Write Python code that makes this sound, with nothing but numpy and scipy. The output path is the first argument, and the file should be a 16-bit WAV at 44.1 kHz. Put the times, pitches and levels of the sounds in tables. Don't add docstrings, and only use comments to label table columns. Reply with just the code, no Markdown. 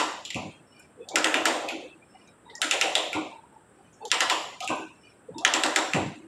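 import sys
import numpy as np
from scipy import signal
from scipy.fft import rfft, irfft, next_fast_len
from scipy.io import wavfile
from scipy.ndimage import uniform_filter1d

SR = 44100
rng = np.random.default_rng(int(sys.argv[2]) if len(sys.argv) > 2 else 0)


def inscribe(sig):
    pcm = np.round(np.clip(np.atleast_2d(sig).T, -1, 1) * 32767)
    wavfile.write(sys.argv[1], SR, pcm.astype(np.int16))


def to_linear_factor(level_db):
    exponent = np.asarray(level_db, float) / 20
    return 10 ** exponent


N = 276507

# [t/s, peak level/dB, low band/dB, high band/dB, middle band/dB]
SNAP_EVENTS = [(1.1573, -3, -0.5, -9, -13.5), (1.2441, -6, -5, -9, -18.5), (1.3423, -8.5, -12, -17, -21),
               (1.4551, -4.5, -11, -11, -15.5), (2.617, -8, -6.5, -9.5, -17),
               (2.7112, -6.5, -14.5, -10, -18.5), (2.8125, -6, -13.5, -11.5, -17.5),
               (2.9532, -6.5, -23.5, -16.5, -20.5), (4.1158, -4, -9, -13, -15.5),
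               (4.2058, -4.5, -3.5, -12, -15), (4.2986, -8.5, -14, -12.5, -18.5),
               (5.4495, -2, -5, -15, -14), (5.5378, -7.5, -9, -8, -16), (5.6361, -8.5, -4.5, -6.5, -12),
               (5.7608, -4.5, -4, -8, -12)]
FIRST_SNAP = [(-.013, -8, -7, -9, -12)]
# [f/Hz, level per Hz/dB]
SHOP_SPECTRUM = [(45, 0.5), (95, 4), (320, 5), (1000, -3.5), (1600, -5), (2100, -13.5), (3200, -17),
                 (4200, -26), (6900, -30.5), (7500, -12), (8700, -12), (9900, -22.5), (10300, -29.5),
                 (14500, -37.5)]
# [f/Hz, attenuation/dB]
SUPPRESSION = [(250, 8), (1000, 11), (3000, 14)]
# [t/s, length/s, pitch of the dies over the usual/ratio]
STROKES = [
    (.65, .27, 1.003),
    (2.05, .3, .99),
    (3.66, .36, 1.02),
    (4.95, .25, 1.004),
]
PUSH_DB = [1.5, 0.5, -4, 1]


def unit(x):
    return x / np.sqrt(np.mean(x ** 2) + 1e-20)


def along(points, hz):
    f, v = np.transpose(points)
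    return np.interp(np.log(hz + 1), np.log(f + 1), v)


def smooth(x, size):
    return uniform_filter1d(uniform_filter1d(x, size=size), size=size)


def noise(response):
    m = next_fast_len(N + 8192)
    spectrum = rfft(rng.standard_normal(m)) * response(np.fft.rfftfreq(m, 1 / SR))
    return unit(irfft(spectrum, m)[:N])


def causal(gain_db):
    cepstrum = irfft(gain_db * np.log(10) / 20)
    cepstrum[1:1024] *= 2
    cepstrum[1025:] = 0
    pulse = irfft(np.exp(rfft(cepstrum)))
    return pulse / np.linalg.norm(pulse)


def echo():
    # [f/Hz, t60/s]
    walls = [(1000, 0.64), (3000, 0.7), (7000, 0.71), (14000, 0.96)]
    hz, t, z = signal.stft(rng.standard_normal(SR * 2 // 3), SR, nperseg=256)
    decay = to_linear_factor(-60 * t / along(walls, hz)[:, None])
    tail = signal.istft(z * decay, SR, nperseg=256)[1]
    t = np.arange(len(tail)) / SR
    tail *= 1 - np.exp(-(t / 0.0065) ** 2)
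    tail *= 1 + 1.5 * np.exp(-t / 0.014)
    return tail / np.linalg.norm(tail)


def blows(table, colour, gain_db, room_db, t60, bounce, bright_db, edge_hz=None):
    crack_t60_s, crack_share, mode_scatter_db = .0028, 2.3, 1.8
    out = np.zeros(N + 2 * SR)
    t, hz = np.arange(1024) / SR, np.fft.rfftfreq(2048, 1 / SR)
    usual = np.mean(table, axis=0)
    for s, db, low_db, high_db, wet_db, last in table:
        low_db, high_db = low_db - usual[2], high_db - usual[3]
        if edge_hz:
            lowest_hz, middle_db = edge_hz, last - usual[5]
        else:
            lowest_hz, middle_db = last, high_db / 2
        tilt = [(1500, low_db), (2400, 0.013), (3800, middle_db / 4), (5400, middle_db),
                (7200, high_db), (11000, high_db / 2)]
        modes_db = mode_scatter_db * unit(smooth(rng.standard_normal(len(hz)), 19))
        shape_db = along(colour, hz) + along(tilt, hz) + modes_db
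        shape_db -= 10 * np.log10(1 + (lowest_hz / (hz + 50)) ** 24)
        shape_db += 5.5 * np.exp(-((hz - 7350) / 450) ** 2)

        envelope = to_linear_factor(-60 * t / t60) + crack_share * to_linear_factor(-60 * t / crack_t60_s)
        rattle = rng.standard_normal(len(t)) * envelope
        rattle[130:] += bounce * rattle[:-130]
        near_db = shape_db + bright_db * np.log2(hz / 3000 + 0.046)
        near_db += 6 * np.log2(hz / 9500 + .01).clip(0)
        direct = signal.fftconvolve(rattle / np.linalg.norm(rattle), causal(near_db))
        answer = to_linear_factor(room_db + wet_db) * signal.fftconvolve(echo(), causal(shape_db))

        out[round((s + .027) * SR) + SR // 2:][:len(direct)] += to_linear_factor(db + gain_db - 12) * direct
        for sound in (direct, answer):
            out[round(s * SR) + SR // 2:][:len(sound)] += to_linear_factor(db + gain_db) * sound
    return out[SR // 2:][:N]


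def ratchet():
    # [t/s, peak level/dB, high band/dB, room/dB, lowest f/Hz]
    play = [(0.2511, -31.5, -1, 1.5, 2660), (0.3039, -28.5, -3, -2.5, 2050),
            (0.7948, -46.5, -3.5, -2.5, 7400), (1.0876, -33.5, 1.5, -2, 3320), (2.275, -52, 1.5, -15, 4800),
            (2.498, -47, -15.5, 2, 3400), (2.5529, -36, 6, -4, 4850), (3.9294, -58, 11, 10.5, 5480),
            (4.0526, -35.5, 4, -1.5, 3300), (4.08, -43.5, 9.5, -13, 5130), (4.102, -39.5, -9.5, 0, 1890),
            (4.625, -38, -4.5, 7, 3030), (4.6043, -30.5, 0, -1, 2310), (4.6441, -34.5, 11, -18.5, 3050),
            (5.3825, -35, 0.5, -2, 3180)]
    # [t/s, peak level/dB, low band/dB, high band/dB, lowest f/Hz]
    slack = [
        (0.3449, -25, -4.5, -1.5, 1980),
        (1.688, -24, 1, -4.5, 2000),
        (3.1303, -22, 1.5, -1, 1188),
        (4.676, -21, 3, 0.5, 1950),
        (5.9351, -18, 14.5, -2, 962),
    ]
    # [f/Hz, level per Hz/dB]
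    pawl = [(410, -31), (700, 0), (861, -13), (1160, -33), (1290, 3), (1560, -3), (1950, 1.5), (2190, -3),
            (2830, -0.5), (3670, -3.5), (4460, -10), (6240, -12), (7190, -13), (8510, -16.5),
            (15400, -47.5)]
    # [f/Hz, level per Hz/dB]
    handle = [(1000, -19), (1900, -7), (2350, -0.5), (2620, 2.5), (2950, -5), (3600, -9.5), (4600, -18),
              (7500, -18), (10500, -28.5), (16000, -63.5)]
    snap_rows = [(s, db, low, high, -8 - 0.6 * db, middle)
                 for s, db, low, high, middle in list(FIRST_SNAP) + list(SNAP_EVENTS)]
    tick_rows = [(s, db, 0, *rest) for s, db, *rest in play]
    knock_rows = [(s, db, low, high, 0, lowest) for s, db, low, high, lowest in slack]
    snaps = blows(snap_rows, pawl, gain_db=14.5, room_db=4.5, t60=0.015, bounce=.55, bright_db=1.0, edge_hz=1150)
    ticks = blows(tick_rows, pawl, gain_db=23.0, room_db=0.0, t60=0.032, bounce=0.6, bright_db=1.2)
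    knocks = blows(knock_rows, handle, gain_db=17.0, room_db=5.5, t60=0.013, bounce=0.37, bright_db=2.5)
    return snaps + ticks + knocks


def jolts():
    # [t/s, top/dB, vise/dB, pipe/dB, growth/(dB/s)]
    swings = [
        (-.1, -32.5, -32.5, -27, 8),
        (1.1, -35, -33, -37, 17.5),
        (2.549, -48, -42, -49, 29.5),
        (4.05, -44, -38, -33, 23.5),
        (5.4, -32.5, -31.5, -31.5, 2),
    ]
    # [t/s, legs/dB, top/dB, vise/dB, pipe/dB]
    thuds = [
        (0.347, -31, -37.5, -31, -41.5),
        (1.71, -65.5, -36, -41.5, -55),
        (3.138, -41.5, -32.5, -30.5, -32.5),
        (4.685, -41.5, -30.5, -27.5, -30),
        (5.938, -24, -28, -24.5, -34),
    ]
    # [t/s, level/dB, place from legs 0 to pipe 3, t60/s]
    nudges = [(.25, -43, 1.1, .3), (0.442, -39.5, .1, 0.36), (.985, -46.5, 0.92, .2),
              (1.04, -49.5, 1.95, 1), (1.09, -39.5, 2.05, 0.95), (1.13, -23, 1.5, 0.41),
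              (1.37, -34, 0.89, .35), (1.55, -31, 1.74, 0.79), (1.62, -32, 1.97, 0.5), (2.63, -31, 1.1, .2),
              (2.72, -28.5, 2, .4), (2.82, -31, 2.0, 0.88), (2.975, -35.5, 2.4, 0.2), (1.785, -38, 1, 0.57),
              (1.92, -56, 1.2, 0.17), (1.95, -53, 0.047, 0.27), (2.489, -52.5, 1.2, 0.26),
              (2.58, -39.5, 2.4, 0.54), (3.23, -31, 1.7, .3), (4.0, -46, 1.8, 0.98),
              (4.601, -40.5, 2.2, .5), (4.78, -40, 6.4, 0.9), (5.285, -45, 2.4, 0.39),
              (5.294, -40.5, 0.061, 0.31), (5.348, -35.5, 1, 0.41), (5.389, -41, 2.7, 0.7),
              (6.04, -24.5, 0.35, .3), (6.09, -41, 1.4, .2), (6.15, -41, 0.75, 1)]
    snap_rise_s = [0.055, 0.0084, 0.0097, 0.013]
    snap_t60_s = [0.16, 0.43, 0.7, 0.56]
    thud_rise_s = [0.011, 0.016, 0.022, 0.016]
    thud_t60_s = [0.37, 0.5, 0.43, 0.52]
    reach_db, legs_under_top_db = 17, 24
    rows = [(s, db, thud_rise_s, thud_t60_s) for s, *db in thuds]
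    for s, db, where, t60 in nudges:
        rows.append((s, db - reach_db * np.abs(np.arange(4) - where), [.014], [t60]))
    for s, *_ in list(FIRST_SNAP) + list(SNAP_EVENTS):
        start, top_db, vise_db, pipe_db, growth = [swing for swing in swings if swing[0] < s][-1]
        db = np.array([top_db - legs_under_top_db, top_db, vise_db, pipe_db]) + growth * (s - start)
        rows.append((s, db, snap_rise_s, snap_t60_s))
    return rows


def bench():
    # [f/Hz, bandwidth/Hz, level/dB]
    part_modes = [
        [(111, 43, -4.5), (172, 170, 3)],
        [(262.2, 22, -6), (314.9, 34, 0), (385.7, 25, -6)],
        [(455, 22, -25), (598, 350, 8), (689.7, 45, 5), (743.4, 78, 5.5)],
        [(936, 120, 3), (994.7, 94, 7), (1052.4, 45, 0), (1169, 60, 4)],
    ]

    def ring(modes):
        return noise(lambda f: sum(to_linear_factor(db) * (f * width / (centre ** 2 - f * f + 1j * f * width)) ** 2
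                                   for centre, width, db in modes))

    parts = np.array([ring(modes) for modes in part_modes])
    power, t = np.zeros((4, N + 2 * SR)), np.arange(SR) / SR
    for s, db, rise, t60 in jolts():
        db, rise, t60 = (np.array(v)[:, None] for v in (db, rise, t60))
        envelope = to_linear_factor(db + 2 - 60 * t / t60) * (1 - np.exp(-(t / rise) ** 2))
        power[:, round(s * SR) + SR // 2:][:, :SR] += envelope ** 2
    return np.sum(np.sqrt(power[:, SR // 2:][:, :N]) * parts, axis=0)


def cut():
    # [f/Hz, level per Hz/dB]
    chips = [(1800, -27), (2400, -10.5), (3200, -22), (4400, -26.5), (5500, -23), (6500, -34),
             (9000, -21.5), (11000, -35), (13000, -55)]
    bite = .65
    rise_db_per_s, fall_db_per_s = 83.5, 97.5
    late = np.arange(N) / SR - np.array([[s + bite * length] for s, length, _ in STROKES])
    force_db = np.array(PUSH_DB)[:, None] + np.minimum(rise_db_per_s * late, -fall_db_per_s * late)
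    grit_db = 0.83 * unit(uniform_filter1d(rng.standard_normal(N), size=300))
    level_db = np.maximum(force_db.max(axis=0), -20) - 57.0 + grit_db
    return to_linear_factor(level_db) * noise(lambda f: to_linear_factor(along(chips, f)))


def rubs():
    # [t/s, length/s, f/Hz, level/dB]
    creaks = [(0.98, 0.07, 460.0, -46), (1.01, 0.07, 3470.0, -65), (1.01, 0.1, 2560.0, -63),
              (1.12, 0.04, 2290.0, -56), (2.46, 0.06, 940.0, -55), (2.46, 0.14, 3780.0, -66),
              (2.49, 0.04, 2010.0, -55), (2.51, 0.06, 420.0, -52), (2.53, 0.05, 890.0, -54),
              (2.54, 0.06, 1890.0, -51), (4.0, 0.09, 2630.0, -65), (4.01, 0.08, 850.0, -44),
              (4.02, 0.03, 3600.0, -67), (4.02, 0.03, 4440.0, -69), (4.02, 0.08, 440.0, -46),
              (5.29, 0.03, 460.0, -43), (5.32, 0.03, 2430.0, -71), (5.34, 0.08, 920.0, -47),
              (5.35, 0.08, 3680.0, -58), (5.37, 0.07, 2680.0, -59)]
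    # [t/s, length/s, f/Hz, level/dB]
    slips_and_rings = [(0.52, 0.1, 3230.0, -67), (0.8, 0.03, 1500.0, -58), (1.71, 0.04, 1450.0, -49),
                       (1.83, 0.05, 520.0, -45), (2.01, 0.1, 2400.0, -64), (2.14, 0.05, 790.0, -56),
                       (2.15, 0.06, 2040.0, -65), (2.26, 0.06, 2390.0, -64), (2.26, 0.08, 3820.0, -70),
                       (3.13, 0.1, 1380.0, -45), (3.3, 0.22, 910.0, -54), (3.5, 0.16, 880.0, -58),
                       (3.53, 0.05, 5530.0, -84), (3.78, 0.05, 780.0, -60), (4.5, 0.07, 2060.0, -55),
                       (4.61, 0.08, 740.0, -40), (4.62, 0.07, 1260.0, -46), (1.687, 0.035, 2550.0, -38),
                       (5.41, 0.08, 740.0, -41), (4.68, 0.17, 10960.0, -68), (3.94, 0.1, 5500.0, -76),
                       (3.86, 0.05, 6100.0, -82), (4.69, 0.2, 1520.0, -48), (1.8, 0.17, 2620.0, -58),
                       (6.22, 0.03, 1870.0, -66)]
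    # [f/Hz, start/share of stroke, length/share of stroke, level at no extra force/dB]
    die_modes = [(2410, .3, .4, -65), (2930, .25, .42, -67), (4550, .33, .28, -78), (5390, 0, 1, -75),
                 (6020, .3, .5, -83)]
    rows = list(creaks) + list(slips_and_rings)
    for (s, length, pitch), force_db in zip(STROKES, PUSH_DB):
        for hz, start, share, db in die_modes:
            rows.append((s + start * length, share * length, hz * pitch, db + 1.8 * force_db + 0.1))
    return rows


def rasp():
    out = np.zeros(N + SR)
    for s, length, hz, db in rubs():
        t = np.arange(round(length * SR)) / SR
        drift = smooth(rng.standard_normal((2, SR // 2)), 350)[:, :len(t)]
        phase = 2 * np.pi * hz * t
        tone = unit(drift[0] * np.cos(phase) + drift[1] * np.sin(phase))
        level_db = max(db + 4.5, along(SHOP_SPECTRUM, hz) + along(SUPPRESSION, hz) - 63)
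        swell = np.sin(np.pi * t / length).clip(0) ** 0.42
        out[round((s - .005) * SR):][:len(t)] += to_linear_factor(level_db + 2.0 - 5 * t / length) * tone * swell
    return out[:N]


def shop():
    leftover_db = -57
    return to_linear_factor(leftover_db + 9.5) * noise(lambda f: to_linear_factor(along(SHOP_SPECTRUM, f) + along(SUPPRESSION, f)))


def scene():
    return (ratchet() + bench() + rasp() + cut() + shop())[None]


def suppress(x, memory, margin_db):
    hz, _, z = signal.stft(x, SR, nperseg=512, noverlap=384)
    power = np.abs(z) ** 2
    floor = np.percentile(uniform_filter1d(power, 30, 1), 12, axis=1)
    usual = uniform_filter1d(floor, 3)
    ratio = uniform_filter1d(power, 4, 1) / (usual[:, None] * to_linear_factor(2 * margin_db))
    lowest_gain = to_linear_factor(-along(SUPPRESSION, hz))
    memory = np.clip(memory, 0, .995)
    gain, kept = np.ones(z.shape), ratio[:, 0]
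    for k in range(z.shape[1]):
        prior = memory * kept + (1 - memory) * np.maximum(ratio[:, k] - 1, 0)
        gain[:, k] = np.maximum(prior / (1 + prior), lowest_gain)
        kept = gain[:, k] ** 2 * ratio[:, k]
    return signal.istft(z * gain, SR, nperseg=512, noverlap=384)[1][:N]


def roll_off(x):
    return signal.sosfilt(signal.butter(12, 15590, fs=SR, output="sos"), x)


def record(dry):
    clean = suppress(dry[0], memory=0.92, margin_db=0.5)
    clean = signal.sosfilt(signal.butter(3, 65, "high", fs=SR, output="sos"), clean)
    return roll_off(clean[None])


dry = scene()
out = record(dry)
inscribe(out)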